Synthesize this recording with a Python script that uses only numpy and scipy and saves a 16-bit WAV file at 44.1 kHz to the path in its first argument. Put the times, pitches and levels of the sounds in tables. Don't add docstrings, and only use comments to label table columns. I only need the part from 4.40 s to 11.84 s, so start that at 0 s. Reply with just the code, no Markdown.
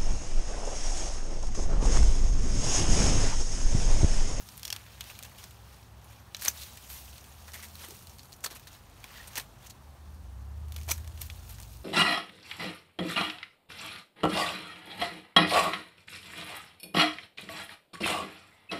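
import sys
import numpy as np
from scipy import signal
from scipy.fft import rfft, irfft, next_fast_len
from scipy.io import wavfile
from scipy.ndimage import uniform_filter1d, map_coordinates

SR = 44100
rng = np.random.default_rng(int(sys.argv[2]) if len(sys.argv) > 2 else 0)


def generate_wav(signal):
    frames = np.transpose(np.atleast_2d(signal))
    scaled = np.clip(frames, -1, 1) * 32767
    pcm = np.round(scaled).astype(np.int16)
    wavfile.write(sys.argv[1], SR, pcm)


def rack_gain(trim_db):
    fader = np.asarray(trim_db, float)
    return 10 ** (fader / 20)


N = 328104


def unit(x):
    return x / np.sqrt(np.mean(x ** 2, axis=-1, keepdims=True) + 1e-20)


def along(points, hz):
    f, v = np.transpose(points)
    return np.interp(np.log(hz + 1), np.log(f + 1), v)


def curves(rows):
    s, *cols = np.transpose(rows)
    return [np.interp(np.arange(N) / SR, s, c) for c in cols]


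def wobble(knots_per_s):
    knots = rng.standard_normal(int(N * knots_per_s / SR) + 4)
    return map_coordinates(knots, [np.arange(N) * knots_per_s / SR])


def coloured(x, spectrum):
    m = next_fast_len(N + 8192)
    gain = rack_gain(along(spectrum, np.fft.rfftfreq(m, 1 / SR)))
    return unit(irfft(rfft(x, m) * gain, m)[:N])


def patchy(patchy_db, bins, frames):
    z = signal.stft(rng.standard_normal(N), nperseg=256)[2]
    field = uniform_filter1d(rng.standard_normal(z.shape), bins, 0)
    field = uniform_filter1d(field, frames, 1)
    return signal.istft(z * rack_gain(patchy_db * field / field.std()), nperseg=256)[1][:N]


def add(track, s, sound):
    part = track[round(s * SR):][:len(sound)]
    part += sound[:len(part)]


def fibre(x, ring_hz, low_db, high_db, ring_db, q):
    f = np.fft.rfftfreq(len(x), 1 / SR)
    tilt = rack_gain(along([(150, low_db - 25), (300, low_db - 6), (900, low_db), (2600, -1.44), (5800, -0.98),
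                      (9500, high_db), (13000, high_db), (16000, high_db - 6)], f))
    damping = 1j * f * ring_hz / q
    ring = damping / (ring_hz ** 2 - f * f + damping)
    z = rfft(x)
    power = abs(z) ** 2
    local_power = np.abs(uniform_filter1d(power, size=len(f) // 24))
    even = z * np.sqrt(np.mean(power) / local_power)
    return irfft(even * tilt * (1 + rack_gain(ring_db) * ring), len(x))


def road():
    # start_s, rumble_db, roar_db
    traffic = [(0.0, -53.5, -61), (5.28, -54, -59.5), (6.34, -50.5, -60.5), (7.07, -51.5, -61),
               (7.44, -53.5, -60)]
    # freq_hz, level_db (per Hz)
    rumble = [(15, -60), (25, -20), (50, -7.5), (65, 2.5), (118, -4), (139, -5.5), (156, -13), (172, -7),
              (257, -14), (400, -23), (520, -29), (880, -120)]
    # freq_hz, level_db (per Hz)
    tyres = [(160, -11.5), (280, -12), (373, -5), (435, -6.5), (813, -2), (1200, -5.5), (1450, -10.5),
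             (1740, -11.5), (2280, -18), (12400, -24), (16000, -47)]
    # start_s, firing_hz, level_db
    van = [(2.1, 71.66, -54), (2.6, 73.05, -62), (2.9, 76.1, -55), (3.38, 79.9, -52.5), (3.6, 85.2, -61),
           (3.9, 87.4, -70), (4.35, 95.2, -58.5), (4.7, 99.5, -72), (5.3, 107.5, -60.5)]
    # start_s, firing_hz, level_db
    lorry = [(5.65, 56, -59), (5.85, 61.3, -47.5), (6, 64.7, -44), (6.17, 74.75, -39.5),
             (6.55, 78.53, -39.5), (6.85, 81.75, -45.5), (7.02, 83.7, -47.5), (7.1, 79.3, -56),
             (7.44, 77.66, -53)]
    # start_s, firing_hz, level_db
    car = [(5.35, 72.7, -53), (5.55, 71.8, -53), (5.72, 75, -45.5), (5.85, 81.9, -51), (6, 100.4, -51.5),
           (6.25, 105.7, -53.5), (6.7, 110.3, -53), (7.1, 121.8, -57.5), (7.44, 125.5, -57.5)]
    rumble_db, roar_db = curves(traffic)
    out = rack_gain(rumble_db - 3) * coloured(rng.standard_normal(N), rumble)
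    out = out + rack_gain(roar_db - 0.5 + 0.5 * wobble(3.44)) * coloured(patchy(0.78, 5, 30), tyres)
    t = np.arange(N) / SR
    for rows in (van, lorry, car):
        hz, db = curves(rows)
        since_start, to_end = t - rows[0][0] + 0.048, rows[-1][0] + 0.15 - t
        fade = np.clip(np.minimum(since_start, to_end) / 0.14, 0, 1)
        phase = 2 * np.pi * np.cumsum(hz + 0.31 * wobble(5.03)) / SR
        out = out + np.sqrt(2) * fade * rack_gain(db + 0.53 * wobble(7)) * np.sin(phase)
    return out


def drones():
    # loudest_s, half_length_s, pitch_hz, glide_hz_per_s, level_db
    engines = [(0.36, 0.63, 62.5, 2, -59), (1.4, .55, 63.5, 5.5, -57), (2.55, 0.51, 63.3, -0.5, -55.5),
               (0.054, .6, 101, 5.5, -56.5), (0.78, 0.524, 108.5, -3, -58.5), (1.65, 0.67, 107.5, 3.5, -60),
               (5.2, 1.5, 50.5, 4, -61.5), (7.35, 1.06, 56.5, 6.5, -50.5), (6.65, 0.44, 68.5, 4, -47.5),
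               (3.057, 8.2, 130.5, 0.36, -68), (3.4, 0.34, 212, -1.5, -63.5), (7.2, .3, 101, -0.5, -53),
               (6.35, 0.402, 126, 15.5, -59), (5.9, 0.25, 186, 9.5, -64)]
    out, t = np.zeros(N), np.arange(N) / SR
    waver_hz, flutter_db = 0.26 * wobble(5.2), wobble(7)
    for s, half_s, hz, glide, db in engines:
        near = np.abs(t - s) < 2 * half_s
        u, shift = t[near] - s, rng.integers(N)
        phase = 2 * np.pi * np.cumsum(hz + glide * u + np.roll(waver_hz, shift)[near]) / SR
        level_db = db - 12 * (u / half_s) ** 2 + np.roll(flutter_db, shift)[near]
        out[near] += np.sqrt(2) * rack_gain(level_db) * np.sin(phase)
    return out


def handling():
    # start_s, rustle_db, body_db (relative)
    sway = [(0.0, -54, -10), (0.25, -55, -4), (.44, -59.5, 0.5), (.94, -59.5, -0.5), (1.56, -70.5, 0),
            (1.92, -65, 0.5), (2.13, -52.5, -8), (2.92, -57.5, -4.5), (3.54, -54.5, -12), (3.98, -62.5, -8),
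            (4.46, -67.5, -1.5), (4.85, -59.5, -8), (5.17, -68.5, -1.5), (6.2, -69, -3.5),
            (6.68, -63.5, -3.5), (6.95, -56.5, -6.5), (7.44, -60, -9)]
    # loudest_s, level_db, length_s, body_db (relative)
    brushes = [(0.346, -59, 0.059, 5.5), (0.696, -52.5, 0.12, -1.5), (0.86, -57.5, 0.074, -4),
               (1.03, -53, 0.083, -2.5), (1.337, -60, 0.19, 0), (1.712, -60.5, 0.19, 0),
               (2.055, -44, 0.076, -5), (2.21, -49, 0.15, -8), (2.574, -49.5, 0.23, -13),
               (3.203, -50, 0.047, 0), (3.428, -50.5, 0.12, -1.5), (4.147, -58.5, 0.15, 1),
               (4.34, -55.5, 0.069, -1), (4.778, -54.5, 0.22, 4), (4.964, -53, 0.092, -3),
               (5.248, -61.5, 0.073, 3), (6.386, -59, 0.19, -5), (6.54, -50.5, 0.11, -5.5),
               (6.827, -47.5, 0.063, -11), (7.132, -55.5, 0.081, -7), (7.324, -57, 0.13, -16)]
    fall_db, rise_over_fall = 13.5, 0.81
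    sway_db, body_db = curves(sway)
    crisp, body, t = rack_gain(2 * sway_db), rack_gain(2 * (sway_db + body_db)), np.arange(N) / SR
    for s, db, length_s, fuller_db in brushes:
        near = np.abs(t - s) < 4 * length_s
        away = np.where(t[near] < s, (s - t[near]) / rise_over_fall, t[near] - s) / length_s
        power = rack_gain(2 * (db - fall_db * away))
        crisp[near] += power
        body[near] += power * rack_gain(2 * fuller_db)
    return np.sqrt(crisp), np.sqrt(body)


def rustle():
    # freq_hz, level_db (per Hz)
    crisp_spectrum = [(500, -48.5), (2500, -3.5), (5000, 0.5), (8500, -1), (12000, -1.5), (14500, -2),
                      (16000, -3.5)]
    # freq_hz, level_db (per Hz)
    body_spectrum = [(200, -31), (500, -10.5), (1200, -4.5), (2500, -6.5), (4500, -9), (9000, -20.5)]
    crisp_gain, body_gain = handling()
    swell_db = 0.71 * wobble(40) + 0.78 * wobble(150)
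    size_db = np.minimum(4 * rng.exponential(size=N), 14)
    cracks = (rng.random(N) < 900 / SR) * rng.standard_normal(N) * rack_gain(size_db)
    cracks = signal.lfilter([1], [1, -.3], cracks)
    tail = rng.standard_normal(160) * rack_gain(-60 * np.arange(160) / SR / 0.0037)
    cracks = unit(signal.fftconvolve(cracks, tail)[:N])

    def rub():
        return patchy(2.65, 8, 3) + rack_gain(-12.5) * cracks

    crisp = crisp_gain * coloured(rub(), crisp_spectrum)
    body = body_gain * coloured(rub(), body_spectrum)
    return rack_gain(swell_db) * (crisp + body)


def snaps():
    # start_s, peak_db, ring_hz, high_db
    leaf = [(0.0874, -31.5, 5370, -15), (0.1765, -27, 11000, -9), (0.2305, -19.5, 5200, -14),
            (0.2496, -26, 5000, -12), (0.251, -16, 5400, -12.5), (0.2533, -22, 5500, -8),
            (0.278, -21, 5420, -15), (0.3022, -14.5, 5400, -16.5), (0.6075, -19.5, 3280, -16),
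            (0.8332, -25, 6910, -13), (1.9461, -18, 3790, -25), (2.0117, -24, 6490, -8),
            (2.034, -21, 7040, -15), (2.3725, -28, 2310, -13.5), (3.2847, -32, 8870, -14),
            (3.3537, -29, 14000, -13), (6.8115, -31, 8530, -10), (3.928, -34, 6500, -11.5),
            (6.321, -30, 3690, -11), (6.8156, -17.5, 11590, -11), (7.2245, -32, 7120, -10),
            (7.3697, -36, 6000, -6)]
    # start_s, peak_db, ring_hz, high_db
    husk = [(0.1945, -28.5, 3670, -7), (0.27, -26, 3440, -10), (0.3258, -11.5, 5380, -12.5),
            (0.3623, -18.5, 3280, -15.5), (0.6399, -32, 3000, -11), (0.699, -35, 4500, -20),
            (0.7894, -23, 2560, -10), (0.826, -22, 3560, -10.5), (1.9664, -24.5, 6410, -13),
            (2.5, -30.5, 8750, -18), (3.0799, -36, 1630, -19), (4.955, -20.5, 6520, -16),
            (4.9626, -30, 6200, -12), (4.9697, -21.5, 3000, -17), (4.997, -21, 4000, -15),
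            (5.0015, -31, 3000, -14), (5.0105, -33, 4500, -10), (5.7448, -42, 1550, -12),
            (6.362, -26.5, 3290, -19), (6.3445, -39, 6000, -12), (6.5704, -35, 11800, -7),
            (6.385, -36, 2170, -12), (6.8992, -28.5, 3310, -28), (4.879, -31, 12000, -10),
            (2.1015, -29, 6260, -20), (2.1125, -34, 6300, -24)]
    # start_s, peak_db, ring_hz, high_db
    stalk = [(1.039, -27.5, 5480, -12.5), (1.643, -38, 1575, -5), (2.0502, -12.5, 3610, -6),
             (4.0438, -19.5, 6880, -17), (4.1029, -33, 2000, -19), (4.6409, -27, 3140, -14.5),
             (4.0462, -23, 7400, -17.5), (6.5088, -12.5, 3170, -11.5), (4.932, -29.5, 2400, -15),
             (6.4124, -36, 2590, -16), (6.5779, -29.5, 1580, -6), (6.6444, -35, 2036, -14),
             (6.6752, -30.5, 8600, -18), (6.775, -34, 2840, -20), (7.1836, -35.5, 2013, -17),
             (7.2, -30.5, 8500, -13)]
    # start_s, peak_db, ring_hz, high_db
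    ticks = [(0.7507, -37, 3780, -20), (3.2256, -31, 8550, -10), (3.4471, -29.5, 3950, -10.5),
             (3.485, -26.5, 13800, -11), (3.5064, -28, 6270, -7), (3.5384, -46, 8300, -8),
             (3.7837, -38, 4570, -11.5), (3.8312, -37, 4660, -8), (3.8454, -38, 11700, -10),
             (3.8544, -38, 4160, -8), (3.9184, -45, 4450, -8), (3.9217, -35, 4380, -14),
             (3.936, -40, 6010, -14), (6.2826, -40, 2840, -11), (6.3404, -39, 2890, -8),
             (6.3794, -38, 2510, -16), (6.4023, -36, 6230, -9), (6.4214, -37.5, 5150, -8),
             (6.4318, -33, 6190, -10), (6.4474, -43, 10920, -8), (6.4662, -39, 6220, -8),
             (6.8554, -39, 11100, -7), (6.8624, -34, 13200, -3.5), (6.9034, -32.5, 3840, -2),
             (3.566, -37, 11000, -8), (3.5899, -37, 6020, -8), (3.623, -35, 11200, -14),
                  (3.67, -32, 4110, -13), (3.6945, -36, 6060, -12.5), (3.7346, -46, 4040, -8),
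                  (3.7928, -36.5, 4340, -21),
             (0.8954, -39, 2900, -9), (1.108, -35, 3380, -10), (1.3428, -39, 4710, -16),
                (1.6142, -48, 2790, -17), (2.78, -31.5, 4270, -13.5), (2.8409, -38, 3120, -12),
                (3.1183, -35, 5370, -15), (3.1344, -29, 5110, -13), (3.1413, -30, 3480, -9),
                (4.1954, -37, 13620, -16), (4.2707, -38, 4100, -13), (4.3296, -38, 6570, -13),
                (4.4983, -44, 7000, -13), (4.6014, -42, 6340, -9), (7.0923, -37, 13240, -9),
                (5.228, -42, 7000, -9), (.3215, -40, 4000, -7), (.17, -32, 12000, -6),
                (3.9625, -43, 11000, -6), (4.005, -39.5, 6000, -9), (4.108, -33, 5500, -13),
                (4.1505, -32, 11000, -4), (4.162, -37, 11500, -8), (4.1678, -37, 7000, -11),
                (4.228, -42, 5000, -16), (7.23, -36, 4500, -15), (6.3645, -27, 12000, -8),
                (7.214, -37, 9000, -12), (7.33, -39, 12000, -6)]
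    out, t = np.zeros(N), np.arange(4096) / SR
    lead = 40
    kinds = [(leaf, -28), (husk, -22), (stalk, -16), (ticks, -32)]
    for rows, low_db in kinds:
        for s, db, hz, high_db in rows:
            t60_s = 0.0092 * rack_gain(0.35 * (db + 21.5))
            crack = rng.standard_normal(len(t)) * rack_gain(-60 * t / t60_s)
            spike_db = np.clip(15 + .55 * (db + 20), 7, 16)
            crack[:2] += rack_gain(spike_db) * np.array([1, -.8])
            soil = rack_gain(-13.5) * np.roll(crack * (t < .08), round(.0017 * SR))
            scatter = rack_gain(-11 - 60 * t / 0.052) * rng.standard_normal(len(t)) * (t < .085)
            burst = np.roll(crack + soil + scatter, lead)
            burst = fibre(burst, hz, low_db + 17, high_db + 10.5, ring_db=3, q=5.8)
            add(out, s + 0.001088 - lead / SR, rack_gain(db - 1.26) * burst / np.abs(burst).max())
    return out


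def thumps():
    # start_s, peak_db, pitch_hz, t60_s
    knocks = [(2.078, -40, 451, .04), (3.485, -37.5, 338, 0.038), (3.52, -42, 400, 0.037),
              (4.11, -44, 326, 0.05), (4.979, -40.5, 291, 0.035), (6.49, -34, 681, .047),
              (6.505, -36.5, 340, 0.042), (6.513, -37, 944, 0.041), (0.232, -36, 3320, .015),
              (0.2524, -26.5, 3370, 0.0111), (0.304, -25.5, 3180, 0.013), (0.326, -25, 3350, .02),
              (0.327, -31, 2720, 0.018), (0.327, -28.5, 4410, 0.026), (0.364, -40, 2745, 0.0092),
              (0.7, -32, 2610, .01), (2.0775, -24.5, 1670, 0.0103), (3.354, -35, 4150, 0.0075),
              (3.7938, -30, 4340, 0.005), (3.929, -31.5, 4400, 0.0052), (4.0395, -31, 1360, 0.018),
              (4.0464, -33, 1740, 0.021), (4.0615, -30, 4420, .025), (4.063, -33, 1320, .025),
              (4.271, -42, 1800, .02), (4.6415, -27.5, 2370, 0.0075), (4.646, -45, 1043, .03),
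              (4.971, -28, 2500, 0.0109), (4.98, -32, 1758, 0.021), (6.386, -42.5, 2310, .01),
              (6.5162, -27, 2380, 0.026), (6.535, -39, 6180, .02), (2.0829, -15.5, 6300, 0.014),
              (.3272, -26, 5380, .022), (6.5153, -22, 7760, .014), (4.9803, -26, 1880, .01),
              (6.9, -27, 2500, 0.0083), (3.5, -48, 440, 0.045), (6.494, -35, 987, 0.031),
              (2.0592, -27, 2160, .01), (2.0595, -28, 6900, .01), (3.61, -44, 1310, 0.014),
              (3.846, -45, 1310, 0.011), (3.444, -41, 2000, .015), (4.963, -37, 6200, .01)]
    out, t = np.zeros(N), np.arange(3000) / SR
    for s, db, hz, t60_s in knocks:
        rise = 1 - np.exp(-t * hz / 0.7)
        add(out, s, rack_gain(db - 60 * t / t60_s) * rise * np.sin(2 * np.pi * hz * t))
    return out


def tears():
    # start_s, length_s, level_db, ring_hz, low_db
    cut = [(1.992, 0.0195, -44.5, 4430, -8), (2.008, 0.047, -43, 4500, -4.5), (2.016, .022, -38, 12000, -8),
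           (2.0472, .004, -29.5, 8500, -12), (2.0735, 0.0036, -36, 12000, -9),
           (2.0575, 0.004, -27, 4500, -1), (2.066, 0.026, -36, 2440, 7), (2.078, 0.003, -28, 7000, -11),
           (2.0208, .003, -33, 1700, -3), (2.082, 0.0049, -23, 12900, -12), (2.082, 0.028, -46, 6200, -4.5),
           (4.03, 0.008, -51, 8000, -10), (4.0388, 0.014, -29, 7550, -4), (4.041, 0.011, -35, 14100, -14),
           (4.0585, 0.0091, -30.5, 4300, 4.5), (4.958, 0.013, -38.5, 2180, 2),
           (4.973, 0.019, -30.5, 1800, 0.5), (4.993, 0.031, -42.5, 2470, 3),
           (6.479, 0.0029, -44, 11900, 13), (6.484, 0.0194, -35, 2420, 0.5),
           (6.498, 0.012, -31, 6500, -1.5), (6.5105, 0.0042, -29, 6000, -4),
           (6.5165, 0.0071, -27, 12600, -14), (6.525, 0.028, -45, 6200, -2), (6.488, .012, -41, 6100, -6)]
    # start_s, length_s, level_db, ring_hz, low_db
    pull = [(0.241, 0.024, -54.5, 4000, 1), (0.669, 0.018, -48, 3000, -7), (0.699, 0.0194, -47, 3000, 3),
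            (.845, 0.013, -43.5, 3000, 5.5), (0.977, .03, -47.5, 3000, -6), (2.163, 0.071, -45, 4000, -16),
            (2.208, 0.0438, -40.5, 4000, -17), (2.489, 0.096, -42.5, 12500, -3),
            (3.075, 0.036, -49.5, 1610, 6), (3.132, 0.05, -39.5, 2000, -2), (3.225, 0.039, -41, 2000, -3),
            (3.426, 0.0403, -46, 3280, 8), (3.498, 0.029, -50, 5010, 4.5), (4.106, 0.031, -44, 3900, 8),
            (4.151, 0.0215, -43.5, 2680, 2), (4.269, 0.02, -45.5, 4000, 0), (4.334, 0.018, -56, 3864, 7.5),
            (4.872, 0.014, -44, 9000, 3), (5.2475, .01, -55, 3200, -2), (5.259, .008, -51, 2600, -1),
            (5.2635, 0.014, -47, 6540, -10), (5.296, 0.016, -46, 7140, -12), (5.3045, .007, -44, 4300, -16),
            (3.243, .02, -47, 12800, -10), (6.81, 0.02, -42, 12520, 0), (7.09, 0.033, -46.5, 12000, 0)]
    out, t = np.zeros(N), np.arange(8192) / SR
    for rows, base_high_db in [(cut, -2.5), (pull, -2)]:
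        for s, length_s, db, hz, low_db in rows:
            high_db = base_high_db + 0.064 * low_db
            u = t / length_s
            fall = np.exp(-u ** 2.12 * 1.42) + rack_gain(-7) * np.exp(-t / 0.014)
            shape = (1 - np.exp(-u / 0.1783)) * fall
            lumps = rack_gain(3.2 * map_coordinates(rng.standard_normal(400), [t * 1700]))
            crackle = unit(lumps * rng.standard_normal(len(t))) * shape * (t < .17)
            add(out, s, rack_gain(db) * fibre(crackle, hz, low_db, high_db, ring_db=5, q=6))
    return out


def shears():
    # start_s, crack_db, ring_db
    cuts = [
        (2.0819, -27, 11),
        (6.5148, -22, 1),
        (4.9795, -27, -10),
    ]
    # freq_hz, level_db, t60_s
    blades = [(2240, -11, .015), (5420, -11, .015), (5800, 0, .012), (6180, 5, 0.016), (6120, -27, 0.11),
              (6290, -25, 0.09), (7600, -3, 0.008), (12300, -9, .015)]
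    out, t = np.zeros(N), np.arange(4000) / SR
    for s, db, ring_db in cuts:
        ring = np.zeros(len(t))
        for hz, level_db, t60_s in blades:
            ring += rack_gain(level_db + rng.normal(0, 1.2) - 60 * t / t60_s) * np.sin(2 * np.pi * hz * t)
        chatter = rack_gain(-30 - 60 * t / .06) * rng.standard_normal(len(t))
        chatter[0] = 1
        ring = rack_gain(ring_db - 4) * signal.fftconvolve(ring, chatter)[:len(t)]
        crack = rack_gain(-1 - 60 * t / 0.029) * rng.standard_normal(len(t))
        crack[:3] += [.5, -1, .5]
        add(out, s, rack_gain(db) * (ring + 0.85 * np.gradient(crack) + 0.92 * crack))
    return out


def squeaks():
    # start_s, length_s, level_db, pitch_hz
    slips = [
        (3.135, .035, -52, 1950),
        (3.2, .055, -56, 1980),
        (4.738, .044, -54.5, 1880),
        (4.776, .022, -51.5, 1700),
        (4.794, .028, -50.5, 1830),
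        (4.824, .014, -55, 1820),
        (4.7, .014, -61, 1900),
        (3.415, .09, -62, 8400),
    ]
    out = np.zeros(N)
    for s, length_s, db, hz in slips:
        n = int(length_s * SR)
        band = signal.butter(2, [hz * 0.955, hz * 1.045], "bandpass", fs=SR, output="sos")
        rough = unit(signal.sosfilt(band, rng.standard_normal(n)))
        add(out, s, rack_gain(db + 2 * wobble(106)[:n]) * rough * np.hanning(n) ** 0.5)
    return out


def scene():
    beyond = road() + drones()
    plants = rustle() + snaps() + thumps() + tears() + squeaks()
    return (beyond + plants + shears())[None]


def roll_off(x):
    return signal.sosfilt(signal.butter(12, 16830, fs=SR, output="sos"), x)


def record(dry):
    # freq_hz, gain_db
    edge = [(15700, 0), (15900, -38), (16700, -42), (16900, -120)]
    # freq_hz, width_hz, gain_db
    port = [(4950, 310, -2), (7560, 320, -3), (10470, 560, -4)]
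    m = next_fast_len(N + 8192)
    f = np.fft.rfftfreq(m, 1 / SR)
    colour_db = along(edge, f)
    for hz, width_hz, db in port:
        colour_db = colour_db + db * np.exp(-((f - hz) / width_hz) ** 2)
    mix = irfft(rfft(dry, m) * rack_gain(colour_db), m)[:, :N]
    return roll_off(mix)


dry = scene()
out = record(dry)
generate_wav(out)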